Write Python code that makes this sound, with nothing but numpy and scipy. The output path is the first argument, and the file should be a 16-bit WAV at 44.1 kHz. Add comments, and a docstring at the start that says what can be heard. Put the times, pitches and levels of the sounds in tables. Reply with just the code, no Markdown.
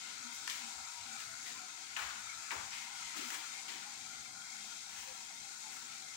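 """Food simmers under a lid in a tiled kitchen: tiny bubbles burst by the thousand and ring pan and lid,
steam hisses at the rim, the house rumbles below. Almost at once someone in slippers starts to walk off:
soles slap and scuff, heels thud, the hard room rings after them, and faint hoots come and go.
The last slap falls at 3.3 s; scuffs trail on to about 6 s while the pan keeps simmering.
Two unlike phone microphones listen; the left one is louder and a millisecond late."""
import sys
import numpy as np
from scipy import signal
from scipy.fft import rfft, irfft, next_fast_len
from scipy.io import wavfile
from scipy.ndimage import uniform_filter1d

SR = 44100
rng = np.random.default_rng(int(sys.argv[2]) if len(sys.argv) > 2 else 0)


def generate_wav(signal):
    """Clip the signal to [-1, 1] and save it as 16-bit WAV at the path in sys.argv[1]."""
    frames = np.transpose(np.atleast_2d(signal))
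    scaled = np.clip(frames, -1, 1) * 32767
    pcm = np.round(scaled).astype(np.int16)
    wavfile.write(sys.argv[1], SR, pcm)


N = 271950


def simmer(ring_db=-3, hiss_db=-1, foam_bend=0.004):
    """The ringing pan and its steam swell and sink with the strength of the boil."""
    # strength of the boil: t/s, overall level/dB, boost of the low resonances/dB
    strength = [(0.0, -46.5, -0.5), (0.74, -46, 1.5), (1.92, -47, 1), (2.09, -46.5, 2), (3.45, -46, 1),
                (4.1, -47, -0.5), (6.17, -46.5, -2)]
    times, *curves = np.transpose(strength)
    overall_db, boost_db = (np.interp(np.arange(N) / SR, times, curve) for curve in curves)
    ring, hiss = bubbles(), steam()
    # the foam rises and sinks, bending every resonance a little
    bent = np.arange(N) + np.cumsum(foam_bend * walk(7.5))
    ring = np.array([np.interp(bent, np.arange(N), side) for side in ring])
    low = colour(ring, [2600, 3100], [0, -40])  # slow bubbles drive the low resonances
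    ring += (undb(boost_db) - 1) * low
    return (level(ring, ring_db) + close_echoes(level(hiss, hiss_db))) * undb(overall_db)


def bubbles(bursts_per_s=9000, wander_db=2):
    """Each bursting bubble is a tiny puff of noise that rings pan and lid."""
    # pan and lid resonances: f/Hz, width/Hz, left level/dB, right level/dB
    resonances = [(688, 23, -9, -7), (783.5, 71, 1.5, 2), (943, 74, 1.5, 3.5), (1045, 41, -4, -3.5),
                  (1350, 87, 4, 6.5), (1432, 102, 5.5, 7), (1564, 190, -2.5, -37), (2147, 130, 5, 3.5),
                  (2350, 97, 2.5, -5), (2512, 180, 2, -20), (3258, 55, -1, 2.5), (3710, 130, 2.5, -1),
                  (4090, 107, 2.5, -6), (4333, 124, 0.5, 2.5), (4584, 110, -2, 5), (4893, 140, 0, 1.5),
                  (5310, 180, -3.5, -12.5), (5600, 93, -6.5, 8.5), (5865, 160, 0, 3), (6250, 180, 5, 1),
                  (6550, 120, 4, -8), (6730, 156, 6.5, -0.5), (7003, 130, 0, -15), (7970, 120, -16, -21),
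                  (8115, 170, -0.7, -6), (7440, 260, 3.5, -7)]
    onsets = (rng.random(N) < bursts_per_s / SR).astype(float)
    bursts = level(uniform_filter1d(onsets, size=24) * stereo_noise(0.09), 0)
    ring = np.zeros((2, N))
    for hz, width_hz, left_db, right_db in resonances:
        # the boiling spot wanders, so each resonance swells alone; low ones most
        drift = 0.96 * np.tanh(walk(4.13)) + 2 * np.tanh(walk(18))
        swell = undb(wander_db * (1000 / hz) ** 0.21 * drift)
        mode = band(band(bursts, hz, width_hz), hz, 2 * width_hz) / np.sqrt(width_hz)
        ring += undb([[left_db], [right_db]]) * swell * mode
    return ring


def steam(patchy_db=1.58):
    """Steam escapes at the rim in a bright, unsteady hiss."""
    hiss = colour(stereo_noise(0.15),
                  [540, 640, 700, 1000, 1180, 1400, 1800, 2300, 2900, 4200, 7000, 16000],
                  [-51, -12, -2.5, -4.5, -17.5, -2, -6.5, -0.5, -5.5, 0, 1.5, -5.5])
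    hiss *= undb(0.4 * walk(6.43) + 0.23 * walk(25.13))
    for hz in (1100, 1800, 2900):  # the lower hiss comes and goes in patches
        hiss += (undb(patchy_db * walk(6.5)) - 1) * band(hiss, hz, 0.46 * hz)
    return hiss


def slaps(pop_decay_cycles=2.3, snap_decay_s=0.00061):
    """A sole meets the tiles: trapped air pops and the rubber snaps."""
    # sole hits: t/s, pop level/dB, pop f/Hz, snap level/dB
    hits = [(0.477, -28, 3340, -24), (0.4791, -28.5, 1760, -27.5), (0.494, -36, 2200, -40),
            (0.4987, -29, 3540, -25), (1.9656, -23, 2700, -38), (1.969, -33, 2440, -42),
            (2.046, -44, 1900, -45), (2.5075, -25.5, 2400, -41), (2.5101, -29, 2250, -38),
            (2.5225, -27.5, 1000, -46), (2.7512, -39, 2410, -28), (3.26, -55, 9000, -36),
            (3.304, -30, 1580, -27)]
    out, t = np.zeros(N), np.arange(SR // 20) / SR
    bright = level(colour(rng.standard_normal(N), [1500, 4000, 9000, 13000], [1, 5.5, -1.5, 3]), 0)
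    for start, pop_db, hz, snap_db in hits:
        span = slice(int(start * SR), int(start * SR) + len(t))
        pop = np.exp(-hz * t / pop_decay_cycles) * np.sin(2 * np.pi * hz * t)
        snap = np.exp(-t / snap_decay_s) * bright[span]
        out[span] += undb(pop_db) * pop + undb(snap_db) * snap
    return colour(out, [500, 1000], [-14, 0])  # a thin sole has no bass


def scuffs(swish_decay_s=0.073):
    """A sole drags over the tiles: grit rasps under it and the sole swishes."""
    # drags: t/s, attack/s, rasp decay at 2 kHz/s, rasp f/Hz, rasp level/dB, swish level/dB
    drags = [(.31, 0.037, .06, 2500, -77, -49), (0.486, 0.016, 0.055, 2480, -48.5, -41.5),
             (1.17, 0.022, 0.053, 2480, -50.5, -45), (1.43, 0.053, 0.057, 2260, -51, -48),
             (1.964, 0.003, 0.073, 1190, -38, -39), (2.506, 0.008, 0.05, 1080, -42, -45),
             (2.705, 0.021, 0.081, 2090, -47.5, -58), (2.735, 0.018, 0.043, 2200, -57, -48),
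             (3.141, 0.032, 0.069, 2560, -46, -40), (3.2, 0.018, 0.04, 1880, -52, -52),
             (3.245, 0.043, 0.13, 2000, -65, -45), (3.3, 0.0062, 0.068, 1710, -48, -49),
             (3.52, 0.02, 0.036, 1580, -49.5, -62), (3.665, 0.04, 0.11, 2310, -46, -44),
             (4.84, 0.11, 0.12, 2200, -56, -50), (4.965, 0.025, 0.05, 2200, -61, -47),
             (5.07, 0.021, 0.049, 1980, -55.5, -47), (5.67, 0.093, 0.093, 1520, -58, -44.5)]
    out, t = np.zeros((2, N)), np.arange(N) / SR
    stick_slip = undb(1.5 * walk(90))
    grit = colour(stereo_noise(0.43) * stick_slip, [450, 700], [-14, 0])
    # the floor lies off the pan's side, where the left microphone keeps more treble
    left, right = stereo_noise(0.079) * stick_slip
    left = colour(left, [1990, 5000, 9150, 12500, 16000], [-28, -8, -7, 3.5, -0.5])
    right = colour(right, [2000, 5030, 9000, 16100], [-16, -5, -9.5, -0.5])
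    sheen = level(np.array([left, right]), 0)
    for start, attack, decay, hz, rasp_db, swish_db in drags:
        span = slice(int(start * SR), int(start * SR) + SR // 2)
        swell = np.sin(np.pi / 2 * np.clip((t[span] - start) / attack, 0, 1)) ** 2
        past_peak = np.maximum(t[span] - start - attack, 0)
        rasp = level(band(band(grit[:, span], hz, 1.1 * hz), hz, 2.3 * hz), rasp_db)
        rasp *= np.exp(-past_peak / decay * (hz / 2000) ** 0.37)  # lower rasps linger longer
        swish = undb(swish_db) * sheen[:, span] * np.exp(-past_peak / swish_decay_s)
        out[:, span] += swell * (rasp + swish)
    return out


def thuds(attack_s=0.04, relative_width=0.77):
    """The floor drums low under a heel: a quick swell of narrow noise."""
    # weight landing on the floor: t/s, f/Hz, level/dB
    landings = [(.5, 70.5, -61), (.79, 70, -60), (.96, 84, -57), (1.25, 103, -57), (1.97, 420, -57),
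                (2.0, 62, -50.5), (2.55, 85, -47.5), (2.51, 400, -48), (3.15, 288, -47.5), (3.3, 280, -56),
                (3.68, 288, -54), (4.96, 60, -59)]
    out, t, shake = np.zeros((2, N)), np.arange(SR // 3) / SR, stereo_noise(0.75)
    swell = t / attack_s * np.exp(1 - t / attack_s)
    for start, hz, db in landings:
        span = slice(int(start * SR), int(start * SR) + len(t))
        drum = band(band(shake, hz, relative_width * hz), hz, relative_width * hz)
        out[:, span] += swell * level(drum[:, span], db)
    return out


def room(x, t60_s=0.64, treble_t60_s=0.45, crossover_hz=4000, build_s=0.0027, echo_db=-23.5):
    """Tiled walls: echoes thicken for a few milliseconds, then die away, treble first."""
    t, noise = np.arange(SR) / SR, rng.standard_normal((2, SR))
    low = signal.lfilter(*signal.butter(2, crossover_hz, fs=SR), noise)
    tail = low * undb(-60 * t / t60_s) + (noise - low) * undb(-60 * t / treble_t60_s)
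    echoes = tail * (1 - np.exp(-t / build_s)) * undb(echo_db)
    return signal.fftconvolve(np.broadcast_to(x, (2, N)), echoes, axes=1)[:, :N]


def close_echoes(x, echo_db=-36, peak_s=0.015):
    """Stove top and wall tiles close to the pan ripple the spectrum with quick echoes."""
    t = np.arange(SR // 10) / SR
    echoes = undb(echo_db) * rng.standard_normal((2, len(t))) * t / peak_s * np.exp(1 - t / peak_s)
    echoes[:, 0] = 1  # the direct sound
    echoes /= np.linalg.norm(echoes, axis=1, keepdims=True)
    return signal.fftconvolve(x, echoes, axes=1)[:, :N]


def hoots(waver_hz=5, right_db=-7):
    """Short, soft tones swell and fade left of centre, wavering slightly."""
    # tones: peak t/s, f/Hz, level/dB, length/s
    tones = [(0.27, 241, -46, 0.1), (0.305, 950, -55, 0.1), (0.65, 241.4, -46.5, 0.097),
             (.81, 237, -54, .05), (0.961, 950, -54, 0.15), (1.119, 237, -48.5, 0.096),
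             (1.317, 673, -56.5, 0.061), (1.494, 700, -50, 0.04), (1.563, 1040, -50.5, .025),
             (1.628, 732, -52, .08), (2.196, 239, -55.5, 0.09), (2.297, 2220, -43, 0.013),
             (2.32, 2154, -47, 0.024), (2.924, 810, -54, 0.049), (3.175, 318, -40, .02),
             (3.194, 312, -38, 0.014), (3.224, 330, -41, 0.014), (3.266, 243, -42, 0.043),
             (3.331, 930, -49, 0.015), (3.386, 303, -47.5, 0.025), (3.415, 924, -50, .045),
             (3.88, 834, -50, .05), (4.582, 3260, -59, 0.06), (4.718, 3255, -58, 0.25),
             (5.1, 518, -48, 0.055), (5.339, 929, -57.5, 0.071), (5.66, 870, -52, 0.063),
             (6.039, 768, -54, 0.062)]
    out, offsets = np.zeros(N), np.arange(-SR // 4, SR // 4)
    t = offsets / SR
    waver = np.cumsum(waver_hz * walk(45)) / SR
    flutter = undb(1.1 * walk(80))
    for peak, hz, db, length in tones:
        span = np.clip(int(peak * SR) + offsets, 0, N - 1)
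        swell = undb(db) * np.exp(-(2 * t / length) ** 2)
        out[span] += swell * flutter[span] * np.sin(2 * np.pi * (hz * t + waver[span]))
    return out * undb([[0], [right_db]])


def rumble(fade_db_per_s=0.3):
    """The house hums low in uneven patches and slowly quietens; its deepest part comes in bumps."""
    # tone of the hum: f/Hz, level/dB
    spectrum = [(25, -24), (60, -6.5), (110, 0), (165, -2.5), (240, 2), (350, -6), (500, -7.5), (800, -26),
                (2000, -38)]
    noise, centres_hz = stereo_noise(0.7), 31 * 1.62 ** np.arange(8)
    patchy = sum(band(noise, hz, 0.5 * hz) * undb(1.66 * walk(9)) for hz in centres_hz)
    hum = level(colour(patchy, *np.transpose(spectrum)), -58.5)
    hum *= undb(0.7 * walk(4.92) - fade_db_per_s * np.arange(N) / SR)
    deep = band(band(stereo_noise(0.74), 61, 70), 66, 110)
    bumps = level(deep * undb(4.7 * walk(20)), -67)
    return hum + bumps


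def undb(db):
    """Decibels to gain."""
    return 10 ** (np.asarray(db) / 20)


def level(x, db):
    """Scale to an rms level."""
    return x * undb(db) / np.sqrt(np.mean(x ** 2))


def band(x, hz, width_hz):
    """One resonance, gain 1 at its centre."""
    return signal.lfilter(*signal.iirpeak(hz, hz / width_hz, fs=SR), x)


def colour(x, hz, db):
    """Equalise along a curve through f/Hz, level/dB points."""
    size = next_fast_len(N + 4096)
    f = np.maximum(np.arange(size // 2 + 1) * SR / size, 1)
    gain = undb(np.interp(np.log(f), np.log(hz), db))
    return irfft(rfft(x, size) * gain, size)[..., :N]


def walk(rate_hz):
    """Smooth random modulation: values held for 1 / rate_hz seconds and slewed twice."""
    hold = int(SR / rate_hz)
    steps = np.repeat(rng.standard_normal(N // hold + 1), hold)
    return 2.47 * uniform_filter1d(uniform_filter1d(steps, hold), hold)[:N]


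def stereo_noise(shared):
    """White noise with a share of its power common to both sides."""
    common, own = rng.standard_normal(N), rng.standard_normal((2, N))
    return np.sqrt(shared) * common + np.sqrt(1 - shared) * own


def scene():
    """Pan, steps, hoots and house rumble; only slaps and scuffs feed the room's reverb."""
    slap, scuff = slaps(), scuffs()
    reverb_send = undb(-10) * slap + undb(-9) * scuff
    return simmer() + slap + scuff + room(reverb_send) + thuds() + hoots() + rumble()


def record(dry, left_lag_samples=44, top_hz=15750):
    """Each microphone colours the sound, the right one leads, the top is cut."""
    # microphone colour: f/Hz, left level/dB, right level/dB
    response = [(29.8, -17, -22), (540, -3.5, -7.5), (1890, 2.5, -8), (6500, 3, -5.5), (7420, 4.5, -10),
                (8750, 0.15, -19.5), (9150, -5.5, -9.5), (10650, -12, -5.5), (11360, -29.5, -4),
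                (12300, -18, -17), (13600, -33, -17), (14000, -40, -32), (14160, -12.5, -32),
                (15300, -10, -8)]
    hz, *curves = np.transpose(response)
    left, right = (colour(side, hz, db) for side, db in zip(dry, curves))
    both = np.array([left, np.roll(right, -left_lag_samples)])
    return signal.sosfilt(signal.ellip(12, 0.2, 80, top_hz, fs=SR, output="sos"), both)


dry = scene()
out = record(dry)
generate_wav(out)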